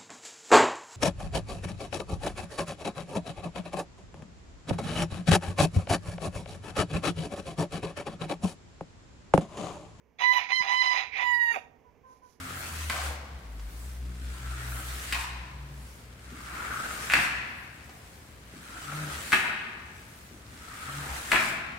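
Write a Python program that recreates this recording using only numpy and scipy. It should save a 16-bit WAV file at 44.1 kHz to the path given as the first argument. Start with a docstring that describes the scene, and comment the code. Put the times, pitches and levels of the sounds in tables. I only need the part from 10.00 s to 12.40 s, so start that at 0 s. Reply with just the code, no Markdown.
"""A quiet yard, where a hen, held and stroked close to the microphone, complains in four drawn-out notes.
Her voice flips between a clean tone near 1 kHz and a hoarse rattle of membranes slapping in her throat.
A thin wheeze of air slips between the notes, and the last one cracks into a croak.
The hand adds a soft bump, faint clucks and a feather rustle trail off, and the yard gives a short echo."""
import sys
import numpy as np
from scipy import signal
from scipy.fft import rfft, irfft
from scipy.io import wavfile
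from scipy.ndimage import uniform_filter1d

SR = 44100
rng = np.random.default_rng(int(sys.argv[2]) if len(sys.argv) > 2 else 0)


def put_to_file(sound):
    """Save the sound as 16-bit audio at rate SR, in the file named by the first command-line argument."""
    columns = np.atleast_2d(sound).T  # one column per channel
    safe = np.clip(columns, -1, 1)
    whole_steps = np.round(safe * 32767)
    wavfile.write(sys.argv[1], SR, whole_steps.astype(np.int16))


N = 105840
T = np.arange(N) / SR

# colour of the outdoor bed (frequency [Hz], gain [dB])
YARD_EQ = [(25, -20.5), (65, -5.5), (125, -13.5), (210, -15.5), (255, -10), (320, -20), (460, -9.5),
           (600, -20), (950, -21), (1400, -31), (2200, -26.5), (4000, -46), (6200, -40), (8200, -56),
           (15000, -47.5)]
# its slow swell (time [s], level [dB])
YARD_LEVEL = [(0, -63.5), (1.3, -57.5), (2.0, -59.5), (2.4, -62.5)]
# envelope of the hoarse voice (time [s], level [dB])
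RASP_LEVEL = [(.18, -81), (.188, -36.5), (.207, -31.5), (.24, -28.5), (.262, -38), (.31, -50.5),
              (.332, -30.5), (.37, -32.5), (.398, -27), (.43, -35.5), (.48, -50.5), (.505, -27),
              (.522, -31.5), (.545, -53), (.602, -59), (.622, -28.5), (.655, -33), (.68, -30), (.75, -33),
              (.78, -48), (.806, -54), (.822, -32), (.86, -32.5), (.892, -40), (.945, -28), (1.0, -26),
              (1.045, -37.5), (1.085, -59), (1.13, -61), (1.175, -30), (1.228, -27.5), (1.255, -41.5),
              (1.34, -59.5), (1.54, -45)]
# throat resonances (frequency [Hz], width [Hz], gain [dB])
THROAT = [(464, 180, -23.5), (791.6, 175, 5), (1137, 583, -3), (2080, 563, 6), (2332, 510, 5),
          (2757, 300, 0.5), (3505, 430, -4.5), (3923, 500, -5), (5050, 650, -12), (6352, 510, -11.5),
          (11600, 6000, -40)]
# one envelope table per note (time [s], fundamental [dB], second harmonic [dB], overtones [dB])
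NOTES = [
    [(.2, -33, -34, -40), (.22, -27.5, -30, -37), (.255, -26, -19.5, -36.5), (.32, -23.5, -18, -33.5),
     (.343, -31.5, -29.5, -35), (.37, -22.5, -19.5, -30), (.405, -37.5, -43.5, -45)],
    [(.5, -34, -36, -37), (.528, -28, -17.5, -30.5), (.555, -43.5, -26, -28), (.585, -34.5, -22, -30.5),
     (.612, -26.5, -21, -30.5), (.64, -37, -36, -45)],
    [(.665, -35, -35, -41.5), (.72, -27, -24.5, -31), (.78, -26, -24, -30), (.817, -30, -17, -29),
     (.832, -29, -28.5, -33.5), (.89, -26, -21.5, -30.5), (.955, -28.5, -28, -34), (1.0, -56.5, -30.5, -46)],
    [(1.185, -35, -26.5, -56.5), (1.26, -27.5, -26, -42), (1.345, -31.5, -18, -39.5),
     (1.392, -38.5, -24, -47), (1.415, -39, -17.5, -39.5), (1.455, -37, -23, -43), (1.521, -37.5, -21, -39),
     (1.545, -32, -75, -36.5)],
]
# melody of the call (time [s], pitch [Hz])
PITCH = [(.2, 974), (.25, 994.3), (.335, 1001), (.39, 978.7), (.5, 993), (.55, 1026), (.59, 1018),
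         (.63, 984), (.81, 1011), (.97, 993.2), (1.2, 991.6), (1.32, 973.4), (1.45, 944), (1.54, 927.6)]
# overtones from the third harmonic up, for three beak positions (level [dB])
BEAK_OPENING = [-9.5, -9.5, -27.5, -20.5, -33.5, -65, -40.5, -36, -41.5, -41, -31.5, -43, -44]
BEAK_OPEN = [-10.5, -9, -17.5, -23.5, -33.5, -40.5, -45, -43, -42.5, -52.5, -45, -47, -48.5]
BEAK_HALF_SHUT = [-14, -23.5, -23, -45.5, -28, -40.5, -52, -52, -36, -31.5, -46, -42.5, -58]
# half-harmonics as the last note splits into strong and weak cycles (time [s], level [dB])
SPLIT_LEVEL = [(1.45, -92.5), (1.49, -54.5), (1.54, -29.5)]
# breaths between notes (start [s], length [s], level [dB])
WHEEZES = [(0.398, 0.093, -34.5), (0.486, 0.021, -30.5), (0.988, 0.14, -39), (1.11, .12, -30)]
# their whistling colour (frequency [Hz], gain [dB])
WHEEZE_EQ = [(900, -35), (1700, -13.5), (2020, 1.5), (2450, -0.5), (2900, -17), (6200, -32.5), (7600, -61)]
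# hand bump (start [s], level [dB], bandwidth [Hz], decay [s])
BUMPS = [(.605, -37.5, 243, 0.0042)]
# envelope of the croak (time [s], level [dB])
CROAK_LEVEL = [(1.526, -50), (1.546, -25), (1.563, -29.5), (1.57, -43), (1.605, -43)]
# its dull ending on the second harmonic (start [s], length [s], level [dB])
CROAK_END = (1.547, 0.039, -31)
# throat colour of the cracking voice (frequency [Hz], gain [dB])
CROAK_EQ = [(450, -13), (1500, 0.5), (1850, -1), (2600, 5), (3100, -22), (3600, -10), (4000, -32),
            (6900, -20), (7800, -44), (11000, -31), (15000, -33)]
# faint clucks (start [s], length [s], level [dB], pitch [Hz])
CLUCKS = [(1.843, 0.073, -57.5, 494), (2.034, 0.084, -51.5, 514), (2.08, 0.078, -52.5, 512),
          (2.216, 0.082, -51.5, 499)]
# their first three harmonics (level [dB])
CLUCK_HARMONICS = [-11.5, 3.5, -11.5]
# strokes of the hand (start [s], length [s], level [dB])
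STROKES = [(2.04, 0.18, -68), (2.212, 0.17, -63.5)]
# colour of the feathers (frequency [Hz], gain [dB])
FEATHER_EQ = [(1000, 4), (2500, -6.5), (4000, -3.5), (6200, 5), (8300, -13), (10500, -0.5), (15000, -15.5)]
# echo decay (frequency [Hz], time to fall 60 dB [s])
ECHO_T60 = [(300, 0.45), (900, 0.67), (2000, 0.3), (5000, 0.29), (12000, 0.25)]
# bright echo send (frequency [Hz], gain [dB])
ECHO_EQ = [(700, -1.5), (1900, 1), (3000, 10.5)]
# muffling of the left microphone (frequency [Hz], gain [dB])
LEFT_EQ = [(750, -8), (1000, -8), (1300, -10.5), (2000, -18), (2500, -15.5), (3950, -11), (4600, -31),
           (6300, -39), (9000, -31), (15000, -13.5)]
# reflections off nearby surfaces, left then right (delay [s], level [dB])
BOUNCES = [
    [(.0043, -24), (.0117, -10)],
    [(.0071, -25), (.0163, -19.5)],
]


def amp(db):
    """Decibels to gain."""
    return 10 ** (np.asarray(db) / 20)


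def unit(x):
    """Scales to rms 1."""
    return x / np.sqrt(np.mean(x ** 2) + 1e-20)


def read(points, hz):
    """Reads a spectrum on a log-frequency axis."""
    f, value = np.transpose(points)
    return np.interp(np.log(hz + 1), np.log(f + 1), value)


def gate(times, fade_s=.016):
    """Fades in from the first time and out to the last."""
    return np.clip(np.minimum(T - times[0], times[-1] - T) / fade_s, 0, 1)


def level(points):
    """Gain from a (time [s], level [dB]) envelope, faded at both ends."""
    s, db = np.transpose(points)
    return amp(np.interp(T, s, db)) * gate(s)


def colour(x, points):
    """Applies a (frequency [Hz], gain [dB]) EQ curve."""
    return irfft(rfft(x, 2 * N) * amp(read(points, np.fft.rfftfreq(2 * N, 1 / SR))))[:N]


def wander(hz):
    """Random motion up to a rate."""
    f = np.fft.rfftfreq(N, 1 / SR)
    return unit(irfft(rfft(rng.standard_normal(N)) / (1 + (f / hz) ** 4), N))


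def arch(start, length, skew=1):
    """A smooth swell; skew under 1 peaks early."""
    return np.sin(np.pi * np.clip((T - start) / length, 0, 1) ** skew)


def delayed(x, s):
    """Shifts a sound later by s seconds."""
    return np.interp(T - s, T, x)


def resonate(x, hz, width, order=3):
    """A steep resonance that follows the curve hz."""
    turn = np.exp(2j * np.pi * np.cumsum(hz) / SR)
    pole = np.exp(-np.pi * width / SR)
    z = x / turn
    for _ in range(order):
        z = signal.lfilter([1 - pole], [1, -pole], z)
    return 2 * (turn * z).real


def yard(correlation=.58, left_db=-7.5):
    """A low bed of outdoor noise, partly shared by both sides."""
    right, spread = (unit(colour(rng.standard_normal(N), YARD_EQ)) for _ in range(2))
    left = amp(left_db) * (correlation * right + np.sqrt(1 - correlation ** 2) * spread)
    return np.array([left, right]) * amp(np.interp(T, *np.transpose(YARD_LEVEL)))


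def rattle(slaps_per_s=480, scatter=.25, air_mix=.5, puff_s=.00098):
    """Uneven slaps of the membranes, each with a puff of air."""
    cycles = np.cumsum(slaps_per_s * np.exp(scatter * wander(slaps_per_s))) / SR
    slaps = np.diff(np.floor(cycles), prepend=0) * np.exp(.21 * rng.standard_normal(N))
    puffs = signal.lfilter([1], [1, -np.exp(-1 / (puff_s * SR))], slaps) * rng.standard_normal(N)
    return (1 - air_mix) * unit(slaps) + air_mix * unit(puffs)


def rasp(sway=.016, sway_hz=30.2, shut_s=1.1, shut_db=-4.5, leveller_hz=120):
    """The rattle rings the swaying throat resonances, levelled so it never crackles."""
    drive, out = rattle(), np.zeros(N)
    for hz, width, db in THROAT:
        dulled = (T > shut_s) * (3700 < hz < 7000)  # the beak half shuts for the last note
        out += amp(db + shut_db * dulled) * resonate(drive, hz * (1 + sway * wander(sway_hz)), width)
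    envelope = np.sqrt(abs(uniform_filter1d(unit(out) ** 2, int(SR / leveller_hz))) + 1e-9)
    return level(RASP_LEVEL) * unit(out / envelope)


def clean_tone(jitter=.0025, rough_jitter=.0079, flutter=.52, flutter_hz=139, shimmer_db=2.5):
    """The clean voice: its overtones shimmer, and it shakes as the rattle takes over or its cycles split."""
    hoarse, split = level(RASP_LEVEL), level(SPLIT_LEVEL)
    rough = hoarse / hoarse.max() + .5 * split / split.max()
    hz = np.interp(T, *np.transpose(PITCH)) * (1 + (jitter + rough_jitter * rough) * wander(flutter_hz))
    phase = 2 * np.pi * np.cumsum(hz) / SR
    partials = [np.cos(k * phase + 2 * np.pi * rng.random()) * amp(shimmer_db * wander(hz=30))
                for k in np.arange(len(BEAK_OPEN)) + 3]
    out = np.zeros(N)
    for note, beak in zip(NOTES, (BEAK_OPENING, BEAK_OPEN, BEAK_OPEN, BEAK_HALF_SHUT)):
        times, *dbs = np.transpose(note)
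        first, second, upper = (amp(np.interp(T, times, db)) for db in dbs)
        body = first * unit(np.cos(phase)) + second * unit(np.sin(2 * phase))
        overtones = unit(amp(beak) @ partials)
        out += gate(times) * (body + upper * overtones)
    out *= 1 + flutter * rough * wander(flutter_hz)
    half_harmonics = sum(np.cos((k + .5) * phase) for k in range(len(BEAK_OPEN)))
    return out + split * unit(colour(half_harmonics, CROAK_EQ))


def wheeze():
    """Air whistles through the hen's throat between notes."""
    air = unit(colour(rng.standard_normal(N), WHEEZE_EQ))
    return air * sum(amp(db) * arch(s, length) for s, length, db in WHEEZES)


def hand_bump(attack_s=.0021):
    """The hand lands with a soft, dull thud of low noise."""
    out = np.zeros(N)
    for s, db, hz, decay in BUMPS:
        age = np.maximum(T - s, 0)
        out += amp(db) * np.minimum(age / attack_s, 1) * np.exp(-age / decay) * wander(hz)
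    return out


def croak(start_hz=480, sag_hz_per_s=2500, jitter=.07, shimmer_db=4):
    """The last note cracks an octave down into uneven cycles that sink and turn dull."""
    start, end = CROAK_LEVEL[0][0], CROAK_LEVEL[-1][0]
    hz = start_hz - sag_hz_per_s * (np.clip(T, start, end) - start)
    phase = 2 * np.pi * np.cumsum(hz * (1 + jitter * wander(start_hz))) / SR
    shimmer = amp(shimmer_db * wander(start_hz / 2))
    buzz = sum(np.cos(k * phase + 2 * np.pi * rng.random()) for k in range(1, 33))
    voice = colour(shimmer * buzz, CROAK_EQ)
    voice /= voice[(T > start) & (T < end)].std()
    s, length, db = CROAK_END
    dull_ending = amp(db) * arch(s, length) * unit(shimmer * np.sin(2 * phase))
    return level(CROAK_LEVEL) * voice + dull_ending


def clucks(sag=.03, jitter=.01227):
    """Faint short clucks with a sagging pitch."""
    out = np.zeros(N)
    for s, length, db, hz in CLUCKS:
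        progress = np.clip((T - s) / length, 0, 1)
        glide = 1 - sag * (progress - .5) + jitter * wander(hz=123)
        phase = 2 * np.pi * np.cumsum(hz * glide) / SR
        voice = sum(amp(h) * np.sin(k * phase) for k, h in enumerate(CLUCK_HARMONICS, 1))
        out += amp(db) * arch(s, length, skew=.74) * unit(voice)
    return out


def feather_rustle(grain_db=2.5):
    """The hand brushes the feathers in swells of grainy hiss."""
    grains = rng.standard_normal(N) * amp(grain_db * wander(hz=400))
    return unit(colour(grains, FEATHER_EQ)) * sum(amp(db) * arch(s, length) for s, length, db in STROKES)


def echo(x, attack_s=.01, return_db=-17, left_db=-7.5):
    """Scattered reflections from walls and sheds; the treble dies first."""
    hz, t, noise = signal.stft(rng.standard_normal((2, SR)), SR, nperseg=256)
    decay = amp(-60 * t / read(ECHO_T60, hz)[:, None])
    tail = signal.istft(noise * decay * np.minimum(t / attack_s, 1), SR, nperseg=256)[1]
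    tail /= np.linalg.norm(tail[0])
    left, right = signal.fftconvolve(colour(x, ECHO_EQ)[None], tail, axes=1)[:, :N]
    left = amp(left_db) * colour(left, [(3800, -2.5), (4800, -19)])
    return amp(return_db) * np.array([left, right])


def scene():
    """The right microphone hears the hen fully; the left hears her a little earlier but muffled."""
    hen = clean_tone() + rasp() + croak() + wheeze() + clucks() + feather_rustle() + hand_bump()
    left = delayed(colour(hen, LEFT_EQ), s=-.00031)
    close = [x + sum(amp(db) * delayed(x, s) for s, db in rows) for x, rows in zip((left, hen), BOUNCES)]
    return np.array(close) + echo(hen) + yard()


def record(dry):
    """A steep high cut on the whole mix."""
    high_cut = signal.firwin(511, cutoff=15700, window=("kaiser", 9), fs=SR)
    return signal.oaconvolve(dry, high_cut[None], "same")


dry = scene()
out = record(dry)
put_to_file(out)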